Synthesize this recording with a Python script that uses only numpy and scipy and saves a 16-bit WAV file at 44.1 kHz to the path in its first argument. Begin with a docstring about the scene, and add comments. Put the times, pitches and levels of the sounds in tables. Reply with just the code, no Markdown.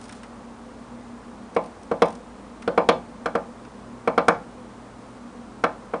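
"""Indoors at a window, microphone close to the pane, over the low hum and air noise of an appliance.
Just outside, a woodpecker lands on a dried mud nest above the window, feathers brushing the mud,
and pecks it in bursts of one to three blows. Each blow knocks the wooden frame, rings the pane and
crunches the mud; claws and falling crumbs tick faintly in between."""
import sys
import numpy as np
from scipy import signal
from scipy.fft import rfft, irfft, next_fast_len
from scipy.io import wavfile
from scipy.ndimage import map_coordinates

SR = 44100
rng = np.random.default_rng(int(sys.argv[2]) if len(sys.argv) > 2 else 0)


def inscribe(sig):
    """Save sig as 16-bit PCM at rate SR to the path in sys.argv[1].

    A 1-D sig is mono; a 2-D sig holds one channel per row.
    Samples are clipped to [-1, 1] before scaling.
    """
    pcm = np.round(np.clip(np.atleast_2d(sig).T, -1, 1) * 32767)
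    wavfile.write(sys.argv[1], SR, pcm.astype(np.int16))


N = 264600
RING = np.arange(SR // 3) / SR  # time since a blow [s]

# the fan's air noise: (frequency [Hz], relative level [dB])
AIR_SPECTRUM = [(20, -12), (40, -14), (85, 0.5), (150, -4.5), (200, 2.5), (280, 5.5), (360, -1), (490, 1.5),
                (600, -1), (1100, -1.5), (1700, -11.5), (2700, -18.5), (5000, -23), (10000, -26)]
# motor tones, close ones beating: (frequency [Hz], rms level [dB], drift width [Hz], noisy share [0-1])
MOTOR_TONES = [(52, -58, 1, 0.07), (59.2, -64.5, 1, .1), (120.1, -57.5, 1.3, 0.27), (204, -53.5, 7.6, 0.94),
               (233.7, -49.5, 0.99, .2), (240.2, -49.5, 1.7, 0.6), (248, -61.5, 3.1, 0.5),
               (271.5, -57.5, 2.2, 0), (412, -64.5, 2, 0.5), (505, -58, 5.2, 0.72)]
# wings and tail brush the nest as the bird settles: (peak time [s], level [dB])
BRUSHES = [(.025, -51), (.175, -51.5)]
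# feathers on mud: (frequency [Hz], relative level [dB])
FEATHER_SPECTRUM = [(1000, -32), (3000, -4), (5500, -5), (8000, -5), (9500, -10), (10500, -1.5)]
# crumbs loosened by the landing and the first blows: (start [s], length [s], tick level [dB])
CRUMB_SPILLS = [(.018, .14, -47), (1.639, .04, -50.5), (2.059, .1, -45.5)]
# single claw grips on the nest: (time [s], tick level [dB], tap level [dB])
CLAW_GRIPS = [(.092, -46, -41), (0.124, -43, -44.5), (.232, -49.5, -42.5), (1.548, -47, -66),
              (1.831, -51, -63), (2.622, -47, -41), (3.648, -57, -48)]
# bright tick and duller tap of a claw or crumb: (frequency [Hz], relative level [dB])
TICK_SPECTRUM = [(1000, -24), (3000, -5.5), (5500, 1), (7500, -6.5), (9400, 2), (10500, -11.5)]
TAP_SPECTRUM = [(150, -20.5), (500, -12), (1200, 5.5), (2200, -0.5), (3500, -7.5), (7000, -23.5)]
# beak blows: (time [s], knock [dB], contact hardness [dB], hollow ring [dB], crunch [dB], grit [dB])
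BLOWS = [(1.5637, -0.3, 0.5, -13, -38, -44), (1.9135, -1.3, -8, -2.5, -42, -50),
         (2.0197, 4, 0, -6, -25, -32), (2.6761, -1.5, -10.5, 8, -33, -43.5),
         (2.7763, 2.5, 1.5, -6.5, -32.5, -41.5), (2.888, 3.5, 1.5, -3, -18, -26.5),
         (3.258, -8.5, 3.2, 5.5, -35.5, -39), (3.3516, -2.5, -3.5, 3.5, -37, -42),
         (4.0745, -1.3, 0.7, -3.5, -35, -43), (4.1775, -0.5, 3, 2, -27, -40),
         (4.2824, 1.5, 5, 3.5, -27, -26.5), (5.638, -3.5, 5.5, 4, -28, -36),
         (5.9359, -6.5, -1, -3, -43.5, -54)]
# push of the beak, too long a contact to ring the frame in the treble:
# (frequency [Hz], level [dB], share of the hardness [factor], share of the hollow ring [factor])
BEAK_PUSH = [(25, -14.5, 0, 0.11), (90, -0.5, 0, 0.11), (254, 2, 0.21, 0.24), (490, -0.5, 0, -0.023),
             (760, 0.06, 0.54, .1), (1050, -2.5, 0.76, -0.12), (1445, 0, 0.89, 0.99),
             (2250, -4, 1.2, 0.025), (4000, -2.5, 0.79, 0), (9000, -16, 0, 0.18)]
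# modes of the wooden frame and of the pane it drives: (frequency [Hz], relative level [dB], t60 [s])
FRAME_MODES = [(164.7, -31, 0.21), (182.8, -18, 0.09), (228, -9.5, 0.021), (292.6, -18.5, 0.072),
               (315.6, -25.5, 0.18), (382, -35, 0.21), (410, -35.5, 0.055), (474.5, -11.5, 0.074),
               (635, -20.5, 0.16), (693.5, -12, 0.05), (771, -13, 0.063), (803, -32.5, 0.34),
               (895, -16.5, 0.022), (995, -22, 0.11), (1031, -22.5, 0.19), (1092, -18, 0.077),
               (1186, -13, 0.05), (1226, -19.5, 0.12), (1336.5, -17, 0.067), (1450, -27, 0.028),
               (1470, -31, 0.098), (1565, -26.5, 0.069), (1726, -23, 0.036), (2163, -18.5, 0.019),
               (2242, -19.5, 0.045), (2328, -23, 0.031)]
PANE_MODES = [(468.8, -11.5, 0.12), (518, -1.5, 0.1), (566.6, 3, 0.086), (659, -4, 0.14), (708, -18, 0.22),
              (860, -8.5, 0.15), (916, -15, 0.14), (1030, -1, 0.114)]
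# the frame's crowded upper modes: (frequency [Hz], relative level [dB])
CLATTER_SPECTRUM = [(500, -31.5), (1100, -4.5), (1400, -0.5), (1650, -0.5), (1900, -4.5), (2250, -9.5),
                    (2600, -7.5), (3300, -28), (6000, -51)]
# reflections off near surfaces: (delay [s], gain [factor])
REFLECTIONS = [(.00203, 0.32), (.00852, 0.19), (0.0236, .158)]
# breaking mud and its fine grit: (frequency [Hz], relative level [dB])
CRUNCH_SPECTRUM = [(900, -41), (1700, -9.5), (2200, 6), (2600, 0.5), (2850, -3), (3250, 3.5), (3550, -2.5),
                   (3750, -6), (4050, -1), (4750, -10), (5300, -10.5), (5800, -15), (7000, -36.5),
                   (10000, -56)]
GRIT_SPECTRUM = [(2500, -58), (5000, 3), (6300, 1), (7200, -3.5), (9400, 0), (10500, -4.5)]
# decay of the room around the microphone: (frequency [Hz], t60 [s])
ROOM_DECAY = [(100, 1), (260, 0.29), (800, 0.26), (2000, 0.24), (5000, 0.24), (10000, 0.088)]


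def amp(db):
    """Decibels to gain."""
    return 10 ** (np.asarray(db) / 20)


def unit(x):
    """Scale to rms 1."""
    return x / np.sqrt(np.mean(x ** 2) + 1e-20)


def along(points, hz):
    """Read (frequency, value) points on a log frequency axis."""
    freqs, values = np.transpose(points)
    return np.interp(np.log(hz + 1), np.log(freqs + 1), values)


def attack(rise_s):
    """Gain rising from 0 towards 1 with time constant rise_s."""
    return 1 - np.exp(-RING / rise_s)


def fade(t60):
    """Gain of a ring that loses 60 dB in t60 seconds."""
    return amp(-60 * RING / t60)


def filtered(x, response):
    """Filter x by a gain given as a function of frequency."""
    size = next_fast_len(len(x) + SR // 4)
    return irfft(rfft(x, size) * response(np.fft.rfftfreq(size, 1 / SR)), size)[:len(x)]


def noise(spectrum, size):
    """Coloured noise of rms 1."""
    return unit(filtered(rng.standard_normal(size), lambda hz: amp(along(spectrum, hz))))


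def add(track, start_s, sound):
    """Mix a sound into the track at start_s."""
    part = track[max(round(start_s * SR), 0):][:len(sound)]
    part += sound[:len(part)]


def appliance():
    """Room tone: a fan's steady air noise and its wavering motor tones."""
    t = np.arange(N) / SR
    out = amp(-44.5) * noise(AIR_SPECTRUM, N)
    for hz, db, width, noisy_share in MOTOR_TONES:
        steady = unit(np.sin(2 * np.pi * (hz * t + rng.random())))
        waver = unit(filtered(rng.standard_normal(N), lambda f: 1 / (1 + ((f - hz) / width) ** 2)))
        out += amp(db) * (np.sqrt(1 - noisy_share) * steady + np.sqrt(noisy_share) * waver)
    return out


def feathers(rise_db_per_s=230, fall_db_per_s=170):
    """Feathers rub on mud: a soft, uneven fizz that swells and dies away with each brush."""
    t = np.arange(N) / SR
    flutter_db = 2.9 * map_coordinates(rng.standard_normal(N // 100), [t * 90], order=1)  # 90 values/s
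    swells = sum(amp(db - np.maximum(rise_db_per_s * (peak_s - t), fall_db_per_s * (t - peak_s)))
                 for peak_s, db in BRUSHES)
    return swells * amp(flutter_db) * noise(FEATHER_SPECTRUM, N)


def crumbs(gap_s=0.022, jitter_s=0.003, fade_db_per_s=34, scatter_db=1, tap_below_db=4):
    """Each spill is a fading run of uneven crumbs: rows of (time [s], tick [dB], tap [dB])."""
    rows = []
    for start, length, db in CRUMB_SPILLS:
        chance = rng.standard_normal((32, 2))
        for age, (late, small) in zip(np.arange(0, length, gap_s), chance):
            tick_db = db - fade_db_per_s * age - scatter_db * small
            rows.append((start + age + jitter_s * late, tick_db, tick_db - tap_below_db))
    return rows


def mud_burst(spectrum, rise_s, t60, tail_db, tail_t60):
    """Breaking mud: a quick spray of noise, then a weaker trickle."""
    envelope = attack(rise_s) * (fade(t60) + amp(tail_db) * fade(tail_t60))
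    return noise(spectrum, len(RING)) * envelope / envelope.max()


def claws_and_crumbs():
    """Claws catch and crumbs fall: each a dry tick with a small tap."""
    track = np.zeros(N)
    for start, tick_db, tap_db in [*CLAW_GRIPS, *crumbs()]:
        tick = mud_burst(TICK_SPECTRUM, rise_s=0.00092, t60=0.029, tail_db=-30, tail_t60=0.2)
        tap = mud_burst(TAP_SPECTRUM, rise_s=0.0018, t60=0.065, tail_db=-22, tail_t60=0.19)
        add(track, start, amp(tick_db) * tick + amp(tap_db) * tap)
    return track


def beak_contact(hard_db, hollow_db, size=4096):
    """The beak's push: a hard contact is brighter, a hollow spot rings in the midrange."""
    hz, push_db, hard_share, hollow_share = np.transpose(BEAK_PUSH)
    spectrum = np.column_stack([hz, push_db + hard_share * hard_db + hollow_share * hollow_db])
    cepstrum = irfft(np.log(amp(along(spectrum, np.fft.rfftfreq(size, 1 / SR)))))
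    # minimum phase: the shortest causal push with this spectrum
    cepstrum[1:size // 2] *= 2
    cepstrum[size // 2 + 1:] = 0
    return irfft(np.exp(rfft(cepstrum)))


def ringing(modes, scatter_db):
    """Damped modes, struck a little differently each time; neighbours swing in opposite directions."""
    gains = amp(scatter_db * rng.standard_normal(len(modes))) * (-1) ** np.arange(len(modes))
    return sum(gain * amp(db) * fade(t60) * np.sin(2 * np.pi * hz * RING)
               for gain, (hz, db, t60) in zip(gains, modes))


def window():
    """Heard close up, the frame answers at once, the pane swells after it; near surfaces repeat both."""
    frame = ringing(FRAME_MODES, scatter_db=0.62) * attack(0.00044)
    pane = ringing(PANE_MODES, scatter_db=0.9) * attack(0.042) ** 2
    clatter = amp(-23.5) * noise(CLATTER_SPECTRUM, len(RING)) * fade(0.099) * attack(0.0028)
    out = frame + pane + clatter
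    for delay, gain in REFLECTIONS:
        add(out, delay, gain * (frame + pane))
    return out


def pecks():
    """Every blow on the nest rings the same window and breaks a little mud."""
    track = np.zeros(N)
    for start, knock_db, hard_db, hollow_db, crunch_db, grit_db in BLOWS:
        knock = signal.fftconvolve(window(), beak_contact(hard_db, hollow_db))[:len(RING)]
        crunch = mud_burst(CRUNCH_SPECTRUM, rise_s=0.0022, t60=0.045, tail_db=-31, tail_t60=0.088)
        grit = mud_burst(GRIT_SPECTRUM, rise_s=0.0019, t60=0.026, tail_db=-46, tail_t60=0.13)
        blow = amp(knock_db) * knock + amp(crunch_db) * crunch + amp(grit_db) * grit
        add(track, start, room(blow, wet_db=-18.5))
    return track


def room(direct, wet_db):
    """The room around the microphone adds a short diffuse tail, longest in the bass."""
    hz, t, bands = signal.stft(rng.standard_normal(len(RING)), SR, nperseg=256)
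    decay = amp(-60 * t / along(ROOM_DECAY, hz)[:, None])
    tail = signal.istft(bands * decay, SR, nperseg=256)[1][:len(RING)] * attack(0.02)
    reverb = signal.fftconvolve(direct, tail / np.linalg.norm(tail))[:len(direct)]
    return direct + amp(wet_db) * reverb


def scene():
    """The bird outside the pane and the hum inside, in mono."""
    return (pecks() + claws_and_crumbs() + feathers() + appliance())[None]


def record(dry):
    """The microphone rounds off the hardest blows; the top end is cut steeply."""
    ceiling, knee_power, cutoff_hz = 0.72, 6, 10050
    rounded = dry[0] / (1 + np.abs(dry[0] / ceiling) ** knee_power) ** (1 / knee_power)
    return filtered(rounded, lambda hz: 1 / (1 + (hz / cutoff_hz) ** 160))[None]


dry = scene()
out = record(dry)
inscribe(out)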